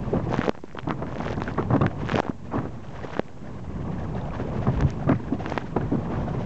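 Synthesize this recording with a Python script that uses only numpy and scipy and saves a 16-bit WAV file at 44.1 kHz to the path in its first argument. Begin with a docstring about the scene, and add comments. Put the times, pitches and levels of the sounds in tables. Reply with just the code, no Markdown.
"""Waves slap a kayak's hollow plastic hull, which drums at the pitch of each trapped air pocket.
The bow throws spray that patters on the case of a waterproof camera on deck. Behind this, ringing
bubbles make the water wash, foam, babble and plop along the hull, and wind buffets the case.
The heaviest drops make the camera's gain control duck, and the sea swells back within half a second."""
import sys
import numpy as np
from scipy import signal
from scipy.fft import rfft, irfft, next_fast_len
from scipy.io import wavfile
from scipy.ndimage import map_coordinates

SR = 44100
rng = np.random.default_rng(int(sys.argv[2]) if len(sys.argv) > 2 else 0)


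def to_wav(s):
    """Save 16-bit WAV."""
    ch = np.atleast_2d(s).T  # columns
    pcm = np.round(np.clip(ch, -1, 1) * 32767)  # PCM
    wavfile.write(sys.argv[1], SR, pcm.astype(np.int16))


N = 284445
TIME_S = np.arange(N) / SR
TOP_HZ = 8950  # upper edge of the camera's band


def amp(db):
    """Decibel law: 20 dB is a factor of ten in amplitude."""
    return 10 ** (np.asarray(db) / 20)


def unit(x):
    """Normalisation to an rms of 1."""
    return x / np.sqrt(np.mean(x ** 2) + 1e-20)


def add(track, start_s, sound):
    """Superposition: a sound adds to the track from start_s on."""
    part = track[max(0, round(start_s * SR)):][:len(sound)]
    part += sound[:len(part)]


def wobble(knots_per_s):
    """Random modulation: a smooth curve through Gaussian knots."""
    knots = rng.standard_normal(int(N * knots_per_s / SR) + 4)
    return map_coordinates(knots, [TIME_S * knots_per_s])


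def filtered(x, response):
    """Linear filtering: the spectrum is multiplied by a frequency response."""
    size = next_fast_len(N + 8192)
    return irfft(rfft(x, size) * response(np.fft.rfftfreq(size, 1 / SR)), size)[:N]


def gain_at(hz, points):
    """Interpolation of (frequency_hz, gain_db) points over log frequency, as an amplitude."""
    point_hz, point_db = np.transpose(points)
    return amp(np.interp(np.log(hz + 1), np.log(point_hz), point_db))


def coloured(x, points):
    """Zero-phase filtering by a gain curve."""
    return filtered(x, lambda hz: gain_at(hz, points))


def struck(x, points):
    """Causality: a minimum-phase body rings only after each blow."""
    def response(hz):
        cepstrum = irfft(np.log(gain_at(hz, points)))
        cepstrum[1:len(cepstrum) // 2] *= 2
        cepstrum[len(cepstrum) // 2 + 1:] = 0
        return np.exp(rfft(cepstrum))
    return filtered(x, response)


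def noise(points):
    """Spectral shaping of white noise, at rms 1."""
    return unit(coloured(rng.standard_normal(N), points))


def ring(hz, cycles):
    """Damped oscillation: a bubble rings down, rising in pitch as it nears the surface."""
    age = hz * np.arange(SR // 25) / SR / cycles  # 1 at 60 dB of decay
    phase = 2 * np.pi * cycles * age * (1 + .1 * age)
    onset = 1 - np.exp(-3 * cycles * age)
    return amp(-60 * age) * np.sin(phase) * onset


def bubbles(per_s, centre_hz, spread, cycles, scatter_db):
    """Bubble resonance in a random stream of rms 1: larger bubbles are lower and louder."""
    chance = np.clip(rng.standard_normal((int(per_s * N / SR), 2)), -1.8, 1.8)
    starts = rng.integers(0, N, len(chance))
    hz = np.clip(centre_hz * np.exp(spread * chance[:, :1]), 120, 7000)
    rings = amp(scatter_db * chance[:, 1:]) * np.sqrt(centre_hz / hz) * ring(hz, cycles)
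    samples = starts[:, None] + np.arange(rings.shape[1])
    return unit(np.bincount(samples.ravel(), rings.ravel(), N)[:N])


# Trend of the wind: time_s, level_db
WIND_TREND = [(2.6, -40.5), (3.26, -43), (4.77, -30.5), (5.23, -36), (6.22, -31.5), (6.45, -36)]
# Gusts: peak_s, half_width_s, boost_db
GUSTS = [(0.154, 0.32, 9), (1.757, 0.53, 7.5), (2.855, 0.38, 0), (3.932, 0.32, 5.5), (4.806, 0.061, 8),
         (5.778, 0.13, 1)]
def wind_strength():
    """Slow modulation: bell-shaped gusts ride on the wind's trend, in dB."""
    gusts_db = sum(db * np.exp(-((TIME_S - peak) / width) ** 2) for peak, width, db in GUSTS)
    return np.interp(TIME_S, *np.transpose(WIND_TREND)) + gusts_db


# Spectrum of wind on the case: frequency_hz, density_db
BUFFET_SPECTRUM = [(15, -14.5), (30, -14.5), (55, -4), (80, -4), (115, -5), (170, -8.5), (300, -31),
                   (900, -68)]
def wind(wind_db):
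    """Turbulence: fluctuating pressure buffets the case with a low rumble."""
    return amp(wind_db + 0.5 + 0.2 * wobble(18)) * noise(BUFFET_SPECTRUM)


# Crests running along the hull: peak_s, wash_db, foam_db
CRESTS = [(0.07, -32.5, -49), (0.31, -30.5, -47.5), (1.0, -33.5, -53), (1.3, -33.5, -44),
          (1.62, -34.5, -45), (2.05, -35.5, -45), (2.6, -37.5, -50.5), (3.04, -40, -43), (3.95, -33.5, -65),
          (4.38, -36.5, -42.5), (4.62, -31.5, -52), (4.95, -40, -47), (5.2, -33.5, -46.5), (5.53, -31, -41),
          (6.15, -29, -44), (6.38, -30.5, -44)]
def swell(wind_db, calm_wind_db=-38.5, chop_db_per_wind_db=0.61, crest_half_width_s=0.13):
    """Incoherent addition: wind-driven chop and crests sum in power, giving wash and foam in dB."""
    calm_db = np.array([[-37], [-51]])  # wash, foam
    power = amp(calm_db + chop_db_per_wind_db * (wind_db - calm_wind_db)) ** 2
    for peak, wash_db, foam_db in CRESTS:
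        rise_and_drain = np.exp(-((TIME_S - peak) / crest_half_width_s) ** 2)
        power += amp([[wash_db], [foam_db]]) ** 2 * rise_and_drain
    return 10 * np.log10(power)


def laps(per_s=13, length_s=.025):
    """Amplitude modulation: wavelets lick the hull at random, each a short gurgle of bubbles."""
    t = np.arange(SR // 5) / SR
    licks = np.zeros(N)
    for k, shift in enumerate(rng.uniform(0, 1, int(per_s * N / SR))):
        add(licks, (k + shift) / per_s, t / length_s * np.exp(-2 * t / length_s))
    return unit(licks * bubbles(per_s=260, centre_hz=560, spread=.5, cycles=16, scatter_db=3))


# Spectrum of water along the hull: frequency_hz, density_db
WASH_SPECTRUM = [(40, -21), (90, -3.5), (140, 1.5), (200, -0.5), (290, -7.5), (400, -10), (700, -19.5),
                 (1100, -18), (1500, -43), (2500, -37.5), (5000, -68.5)]
def wash(wash_db, wavelets, laps_db=-11):
    """Flow noise: water rushes and laps along the hull, rising with the swell."""
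    return amp(wash_db + 1.4 * wavelets) * (noise(WASH_SPECTRUM) + amp(laps_db) * laps())


# Spectrum of foam at the bow: frequency_hz, density_db
FOAM_SPECTRUM = [(200, -18), (600, 6), (1100, -7), (1700, -4), (2300, -12), (3000, -13.5), (4500, -22.5),
                 (6800, -27.5), (9000, -54.5)]
def foam(foam_db, wavelets):
    """Bubble-cloud noise: many small resonances merge into a fizz, while single bubbles pop."""
    cloud = bubbles(per_s=170, centre_hz=1700, spread=.5, cycles=26, scatter_db=4.5)
    fizz = .9 * unit(coloured(cloud, FOAM_SPECTRUM))
    envelope = amp(foam_db - 1.5 + 0.39 * wavelets + 4.0 * wobble(45))
    froth = envelope * (noise(FOAM_SPECTRUM) + fizz)
    pops = bubbles(per_s=28, centre_hz=1400, spread=.4, cycles=26, scatter_db=2.5)
    return froth + amp(foam_db - 9) * pops


# Runs of bubbles beside the hull: peak_s, half_width_s, level_db, pitch_hz
BUBBLE_RUNS = [(0.43, 0.071, -32, 580), (1.254, 0.16, -42, 613), (4.275, 0.12, -39, 730),
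               (4.51, 0.088, -37, 575), (6.143, 0.081, -37, 754), (6.38, 0.046, -36.5, 680)]
def babble():
    """Size sets resonance: as water slides past, runs of like-sized bubbles swell and fade."""
    track = np.zeros(N)
    for peak, width, db, hz in BUBBLE_RUNS:
        envelope = amp(db) * np.exp(-((TIME_S - peak) / width) ** 2 / 2)
        track += envelope * bubbles(per_s=420, centre_hz=hz, spread=0.24, cycles=15, scatter_db=2)
    return track


# Single bubbles and air pockets: start_s, level_db, pitch_hz, t60_s
PLOPS = [(0.129, -13, 388, 0.073), (0.159, -7, 146, 0.053), (0.39, 2, 228, 0.022),
         (0.773, -13.5, 330, 0.013), (0.836, -19, 106, 0.082), (0.881, -15.5, 134, 0.074),
         (0.7871, -21.5, 3030, 0.0091), (1.478, -13, 1480, 0.0084), (1.583, -16, 1097, 0.05),
         (1.737, -7, 140, 0.043), (1.816, -13, 1150, 0.03), (1.816, -25, 2620, 0.021),
         (1.816, -32, 3430, 0.019), (2.157, -8, 240, .022), (2.25, -5, 334, 0.014), (2.2955, 8, 229, 0.017),
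         (2.541, -22.5, 1070, 0.07), (2.56, -39, 2500, 0.027), (4.151, -38, 3680, 0.0088),
         (4.213, -36, 3500, 0.008), (4.335, -26, 1080, 0.039), (4.849, -2, 112, 0.037),
         (5.076, -27, 1166, 0.086), (5.092, -30, 2580, 0.013), (5.094, -5, 264, 0.1),
         (5.3222, -10, 268, 0.055), (5.764, -13.5, 359, 0.061), (5.812, -29, 1560, 0.031),
         (5.922, -13, 298, 0.11)]
def plops():
    """Free oscillation: single bubbles ring out over the churn."""
    track = np.zeros(N)
    for start, db, hz, t60 in PLOPS:
        add(track, start, -amp(db) * ring(hz, cycles=hz * t60))
    return track


# Modes of the camera's case: frequency_hz, level_db, t60_s
CASE_MODES = [(231, -16.5, 0.037), (450, 5.5, 0.0062), (1064, -10.5, 0.011), (1550, -8.5, 0.0064),
              (2480, -21, 0.0069), (3150, -28.5, 0.011), (6200, -28.5, 0.0072)]
def drop(db, hz, wetness, cycles, slack=0.55, spot_db=4):
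    """Impact excitation: a dry hit dents and rings the case, a wet one plips; both trap a bubble."""
    t = np.arange(SR // 25) / SR
    swings = hz * ((1 - slack) * t + 2 * slack * (1 - np.exp(-t * hz)) / hz)  # the pitch sinks
    dent = np.sin(2 * np.pi * swings) * amp(-60 * swings / cycles)
    # The spot struck weights each mode.
    *spots, bubble_tone = np.clip(rng.standard_normal(len(CASE_MODES) + 1), -1.5, 1.5)
    case = sum(amp(level + spot_db * spot - 60 * t / t60) * np.sin(2 * np.pi * f * t) * min(1, f / hz)
               for (f, level, t60), spot in zip(CASE_MODES, spots))
    onset = 1 - np.exp(-t * hz / 0.1)  # big drops flatten more slowly
    dry_hit = (dent + amp(-3) * case) * onset
    plip = ring(hz, cycles=6.1)  # cushioned by the film of water
    wetness = np.clip(wetness, 0, 1)
    tap = (1 - wetness) * dry_hit / np.abs(dry_hit).max() + wetness * plip / np.abs(plip).max()
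    bubble_hz = min(1.5 * hz * np.exp(.3 * bubble_tone), TOP_HZ)
    add(tap, rng.uniform(.0006, .003), amp(-16) * ring(bubble_hz, cycles=10))
    return -amp(db) * tap


def shower(level_db, start_s, length_s, count, centre_hz, scatter_db=4, mist_db=-5, mist_hz=5660):
    """Size scaling: smaller drops sound higher and softer, and mist ticks between them."""
    taps = np.zeros(N)
    for k in range(count):
        size, tone, speck, film = np.clip(rng.standard_normal(4), -2, 2)
        drop_s, mist_s = start_s + (k + rng.uniform(-1, 2, 2)) * length_s / count
        hz = min(centre_hz * np.exp(0.4 * tone - 0.36 * size), TOP_HZ)
        db = level_db[int(drop_s * SR)]
        add(taps, drop_s, drop(db + scatter_db * size, hz, wetness=0.5 + 0.19 * film, cycles=7.6))
        tick = ring(mist_hz * np.exp(0.15 * tone), cycles=10)
        add(taps, mist_s, amp(db + mist_db + .5 * scatter_db * speck) * tick)
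    return taps


# Single drops on the case: start_s, level_db, pitch_hz, wetness_fraction
DROPS = [(0.3356, -23, 2600, 0.5), (0.3419, -7.5, 950, 0.53), (0.3815, -16, 1495, .7),
         (0.3908, -14, 1400, 0.2), (0.4151, -13.5, 1730, .55), (0.415, -10, 1500, .7),
         (0.4358, -13, 1290, 0.4), (0.4404, -13, 1180, 0.9), (0.4458, -19.5, 1890, 0.4),
         (0.452, -18, 1510, 0.7), (0.459, -18, 2300, .5), (0.4644, -14, 1000, .6), (0.474, -19, 776, .8),
         (0.48, -7.5, 510, 0), (0.494, 4.5, 610, 0), (0.516, -17, 1100, .5), (0.5498, -13.5, 850, 0.2),
         (0.552, -21, 1100, 1), (0.5766, -19.5, 1320, 0.55), (0.589, -22.5, 875, 0.7),
         (0.697, -29, 1500, .6), (0.712, -26, 1880, 0.9), (0.7256, -25, 1190, .6), (0.7515, -32, 1700, .9),
         (0.7578, -24, 890, .7), (0.77, -22, 1400, .3), (0.773, -16.5, 1000, 0.96), (0.788, -9, 1320, 0.7),
         (0.793, -21.5, 2970, 0.9), (0.801, -24, 1400, 1), (0.832, -24.5, 1900, 0.4),
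         (0.8883, -22, 3060, 0.4), (0.908, -6, 1040, 0.1), (1.0232, -17, 694, 0.5),
         (1.0673, -26, 1500, 0.4), (1.125, -21.5, 1010, .7), (1.1574, -22, 1600, 0.3),
         (1.1852, -24, 2200, 0.1), (1.203, -16, 744, 0.47), (1.2089, -17.5, 1080, 0.75),
         (1.238, -27, 1500, .4), (1.25, -26, 1300, 0.4), (1.262, -17.5, 1080, .5),
         (1.2807, -16.5, 1500, 0.55), (1.2894, -21, 1290, 0.4), (1.3223, -27, 2210, 0.2),
         (1.329, -16, 670, 0.35), (1.4033, -24.5, 2000, 0.4), (1.4197, -10, 990, 0.33),
         (1.419, -23, 3020, 0.2), (1.437, -22, 4120, 0.24), (1.503, -24, 1200, 0.6), (1.514, -23, 1000, .6),
         (1.539, -30, 4000, 0.6), (1.6267, -16, 1000, .4), (1.765, -12.5, 910, 0), (1.8649, -7, 1500, 0.46),
         (2.089, -13, 1360, .5), (2.0973, -10, 1630, 0.3), (2.119, -8, 1200, 0.2), (2.127, -17, 1620, 0.4),
         (2.1573, -10.5, 2570, 0.53), (2.178, -11.5, 1330, .4), (2.188, -7, 760, 0.65),
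         (2.196, -14, 1400, .7), (2.2016, 3, 820, 0.43), (2.235, -26, 2980, 0.8), (2.25, -14, 1000, 0.2),
         (2.2636, -10.5, 764, 0.2), (2.2679, -9.5, 800, 0.5), (2.2826, -10, 1020, 1),
         (2.3095, -20, 900, 0.9), (2.589, -16.5, 1120, 0.8), (3.168, -16, 900, 0.36), (3.18, -29, 3020, .3),
         (3.195, -2, 595, .1), (3.2173, -28, 1500, .3), (4.3993, -18.5, 680, 0.1), (4.671, -17.5, 910, 0.4),
         (4.775, -23, 1490, .2), (4.807, -15.5, 1400, 0.55), (4.8089, -19, 5700, 0.4),
         (4.8248, -12.5, 740, 0.03), (4.9044, -21, 5850, .9), (5.0933, -14.5, 1500, 0.33),
         (5.461, -12, 1270, 0.24), (5.5, -21.5, 5000, .5), (5.5216, -12, 790, .5), (5.577, -3, 920, 0.3),
         (5.5803, -6.5, 1750, .6), (5.769, -22.5, 1400, 0.4)]
# Showers of spray: start_s, length_s, build_s, stragglers_s, drop_level_db
SHOWERS = [(0.294, 0.19, 0.035, 0.33, -23.5), (1.111, 0.23, 0.14, 0.18, -27),
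           (2.055, 0.15, 0.1, 0.1, -20.5), (2.841, 0.31, 0.29, 0.13, -32), (4.299, 0.5, 0.091, 0.28, -37),
           (5.419, 0.15, 0.079, 0.077, -29.5)]
# Colour of tiny bursting bubbles: frequency_hz, gain_db
CRACKLE_COLOUR = [(400, -12), (1000, -0.5), (1800, -2), (2500, -6), (3400, -5), (4600, -19.5),
                  (6500, -13.5), (8500, -20)]
# Response of the case's wall: frequency_hz, gain_db
WALL_RESPONSE = [(60, -7.5), (220, 9), (500, 6.5), (1200, -1), (2200, 0.5), (3400, 1), (4800, -2),
                 (6800, -2.5)]
def spray(build_db=11, crackle_db=-16.5):
    """Transmission through a wall colours the drops; showers swell, crackle and thin to stragglers."""
    taps, envelope = np.zeros(N), np.zeros(N)
    for start, db, hz, wetness in DROPS:
        add(taps, start, drop(db, hz, wetness, cycles=3.9))
    for start, length, build, straggle, db in SHOWERS:
        level_db = db - build_db * np.maximum(1 - (TIME_S - start) / build, 0)
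        envelope += amp(level_db) * (TIME_S < start + length)
        taps += shower(level_db, start, length, count=40, centre_hz=1590)
        taps += shower(level_db - 3, start + length, straggle, count=12, centre_hz=1390)
    bursts = bubbles(per_s=900, centre_hz=2400, spread=.55, cycles=7, scatter_db=4.5)
    crackle = unit(coloured(bursts, CRACKLE_COLOUR))
    return struck(taps, WALL_RESPONSE) + amp(crackle_db) * envelope * crackle


# Modes of the hollow hull: frequency_hz, bandwidth_hz, gain_db
HULL_MODES = [(107, 55, 3), (145.2, 32, 6.5), (202, 50, -2), (280, 113, -1), (406, 130, -5), (715, 285, -9)]
def hull(force):
    """Modal superposition: the hull responds as a sum of resonators of alternating sign."""
    def response(f):
        return sum((-1) ** k * amp(db) * 1j * f * width / (hz * hz - f * f + 1j * f * width)
                   for k, (hz, width, db) in enumerate(HULL_MODES))
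    return filtered(force, response)


# Waves hitting the hull: start_s, rise_s, length_s, thud_db, splash_db, thud_hz, splash_hz
WAVE_SLAPS = [(0.131, 0.0049, .014, -20.5, -38.5, 390, 1194),
              (0.154, 0.0047, .019, -19.5, -34.5, 170, 1195),
              (0.195, 0.0015, 0.0054, -28.5, -35, 400, 1193), (0.87, 0.003, 0.018, -21, -29.5, 300, 1172),
              (0.893, 0.0036, 0.033, -24, -27.5, 230, 1286),
              (1.021, 0.0022, 0.0051, -28.5, -31.5, 387, 1243), (1.2, 0.0013, .0064, -29, -41, 450, 1425),
              (1.367, .011, .014, -23.5, -33.5, 340, 1086), (1.479, 0.00084, 0.012, -28, -33.5, 190, 1400),
              (1.576, 0.004, 0.016, -23, -20.5, 240, 1181), (1.598, .002, 0.016, -29, -35, 190, 1300),
              (1.702, .004, 0.022, -20.5, -29, 190, 1153), (1.73, 0.0015, 0.02, -15.5, -25, 280, 1028),
              (1.758, 0.0025, 0.0074, -22, -28, 330, 1120), (1.809, 0.0023, 0.014, -17, -27, 230, 1216),
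              (1.833, 0.0023, 0.013, -19.5, -29, 210, 1230), (2.014, .0025, 0.024, -29, -46, 200, 1220),
              (2.122, .0027, 0.025, -22.5, -40, 170, 1180), (2.222, .006, 0.019, -33, -29, 400, 1510),
              (2.289, .001, 0.0174, -31, -27, 300, 1238), (2.509, 0.0063, 0.023, -40, -35, 400, 1402),
              (2.529, 0.0046, 0.023, -24.5, -29.5, 350, 1094),
              (2.556, 0.0023, 0.019, -26, -31.5, 240, 1145),
              (2.577, 0.0037, 0.025, -25.5, -34.5, 210, 1165), (2.615, 0.0089, 0.026, -34, -42, 180, 1214),
              (2.652, 0.0025, .0084, -28.5, -33.5, 300, 1150), (3.165, .002, 0.014, -37, -40, 300, 1510),
              (3.874, 0.0087, .025, -29.5, -54, 230, 1110), (4.153, .003, 0.017, -37, -39.5, 650, 894),
              (4.396, 0.0032, 0.014, -27, -43.5, 300, 1505),
              (4.667, 0.0031, 0.023, -17.5, -27.5, 169, 1109), (4.828, 0.0031, 0.031, -20, -57, 148, 1180),
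              (5.067, .003, 0.018, -19, -40, 130, 1205), (5.09, 0.0011, 0.027, -16, -22.5, 240, 1277),
              (5.115, 0.001, 0.0091, -15.5, -19, 240, 1330), (5.195, .002, 0.007, -31, -39, 300, 1400),
              (5.321, .0039, 0.014, -24.5, -52, 290, 878), (5.76, 0.0044, 0.015, -19, -27, 300, 1040),
              (5.802, 0.0056, 0.059, -26.5, -40, 220, 1397), (5.918, .0018, .025, -22, -35.5, 280, 1162),
              (5.944, 0.0018, 0.0089, -23.5, -30, 200, 1114), (5.979, 0.0023, 0.0068, -22, -46, 160, 1210),
              (6.133, 0.0048, 0.038, -31, -38.5, 262, 1614)]
# Spectrum of a splash before transposition: frequency_hz, density_db
SPLASH_SPECTRUM = [(150, -12), (450, -3), (750, -5), (1200, -1), (1400, -6.5), (1900, -9.5), (2400, -21.5),
                   (3200, -33), (5000, -37.5), (9000, -46)]
def slaps(thud_t60_s=0.15, splash_t60_s=0.06, pocket_q=1.05, sag=.25, splash_peak_hz=1200):
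    """Cavity resonance: a wave drums the hull at its air pocket's pitch; the pocket bursts to bubbles."""
    t = np.arange(SR // 4) / SR
    f = np.fft.rfftfreq(len(t), 1 / SR) + 1
    track = np.zeros(N)
    boom = hull(rng.standard_normal(N))
    cloud = bubbles(per_s=650, centre_hz=1300, spread=.7, cycles=14, scatter_db=2)
    burst = unit(coloured(cloud, SPLASH_SPECTRUM))
    churn = amp(3.5 * wobble(160)) * (burst + 0.5 * noise(SPLASH_SPECTRUM))
    boom *= amp(2 * wobble(110))  # gurgle
    smack = 1 + .7 * np.exp(-t / .008)  # first contact splashes hardest
    for start, rise, length, thud_db, splash_db, thud_hz, splash_hz in WAVE_SLAPS:
        first, contact = int(start * SR), t < length + .008
        onset, decay_s = np.minimum(t / rise, 1), np.maximum(t - length, 0)
        pocket = 1 / (1 + 1j * pocket_q * (f / thud_hz - thud_hz / f))
        thud = irfft(rfft(boom[first:], len(t)) * pocket, len(t))
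        glide = 1 + sag * (np.exp(-t / length) - .5)  # the pitch sinks
        thud = np.interp(np.cumsum(glide) / SR, t, thud)
        thud *= amp(thud_db - 60 * decay_s / thud_t60_s) / thud[contact].std()
        splash = np.interp(first + t * SR * splash_hz / splash_peak_hz, np.arange(N), churn)
        splash *= amp(splash_db - 60 * decay_s / splash_t60_s) / splash[contact].std()
        add(track, start, onset * (thud + smack * splash))
    return track


def scene():
    """Superposition: wind, sea, slaps and spray add in one channel."""
    wind_db = wind_strength()
    wash_db, foam_db = swell(wind_db)
    wavelets = wobble(19)  # these move wash and foam together
    background = wind(wind_db) + wash(wash_db, wavelets) + foam(foam_db, wavelets) + babble()
    return (background + slaps() + plops() + spray())[None]


def gain_control(x, limit_db=-7, release_db_per_s=30, attack_s=0.0004):
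    """Peak limiting: the gain falls quickly on peaks over the limit and recovers at a steady rate."""
    over_db = np.maximum(20 * np.log10(np.abs(x) + 1e-9) - limit_db, 0)
    ramp_db = release_db_per_s * TIME_S
    cut_db = np.maximum.accumulate(over_db + ramp_db) - ramp_db
    pole = np.exp(-1 / (attack_s * SR))
    return x * amp(-signal.lfilter([1 - pole], [1, -pole], cut_db))


# Spectrum of the camera's hiss: frequency_hz, density_db
HISS_SPECTRUM = [(100, -1.5), (2000, 2), (4500, -4.5), (6800, -3.5), (9000, 7)]
# The camera's treble roll-off: frequency_hz, gain_db
TREBLE_ROLLOFF = [(6500, -2), (7400, -6), (8000, -14.5), (8500, -25.5), (8950, -42.5)]
def record(dry, hiss_db=-49, converter_offset=.012):
    """Limiting and saturation: the camera ducks, flattens peaks, hisses and loses the high treble."""
    x = gain_control(dry[0])
    ceiling = np.where(x > 0, .33, .75)  # upward swings flatten sooner
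    x = x / (1 + np.abs(x / ceiling) ** 5) ** (1 / 5)
    x = coloured(x + amp(hiss_db) * noise(HISS_SPECTRUM), TREBLE_ROLLOFF)
    return filtered(x, lambda hz: hz < TOP_HZ)[None] + converter_offset


dry = scene()
out = record(dry)
to_wav(out)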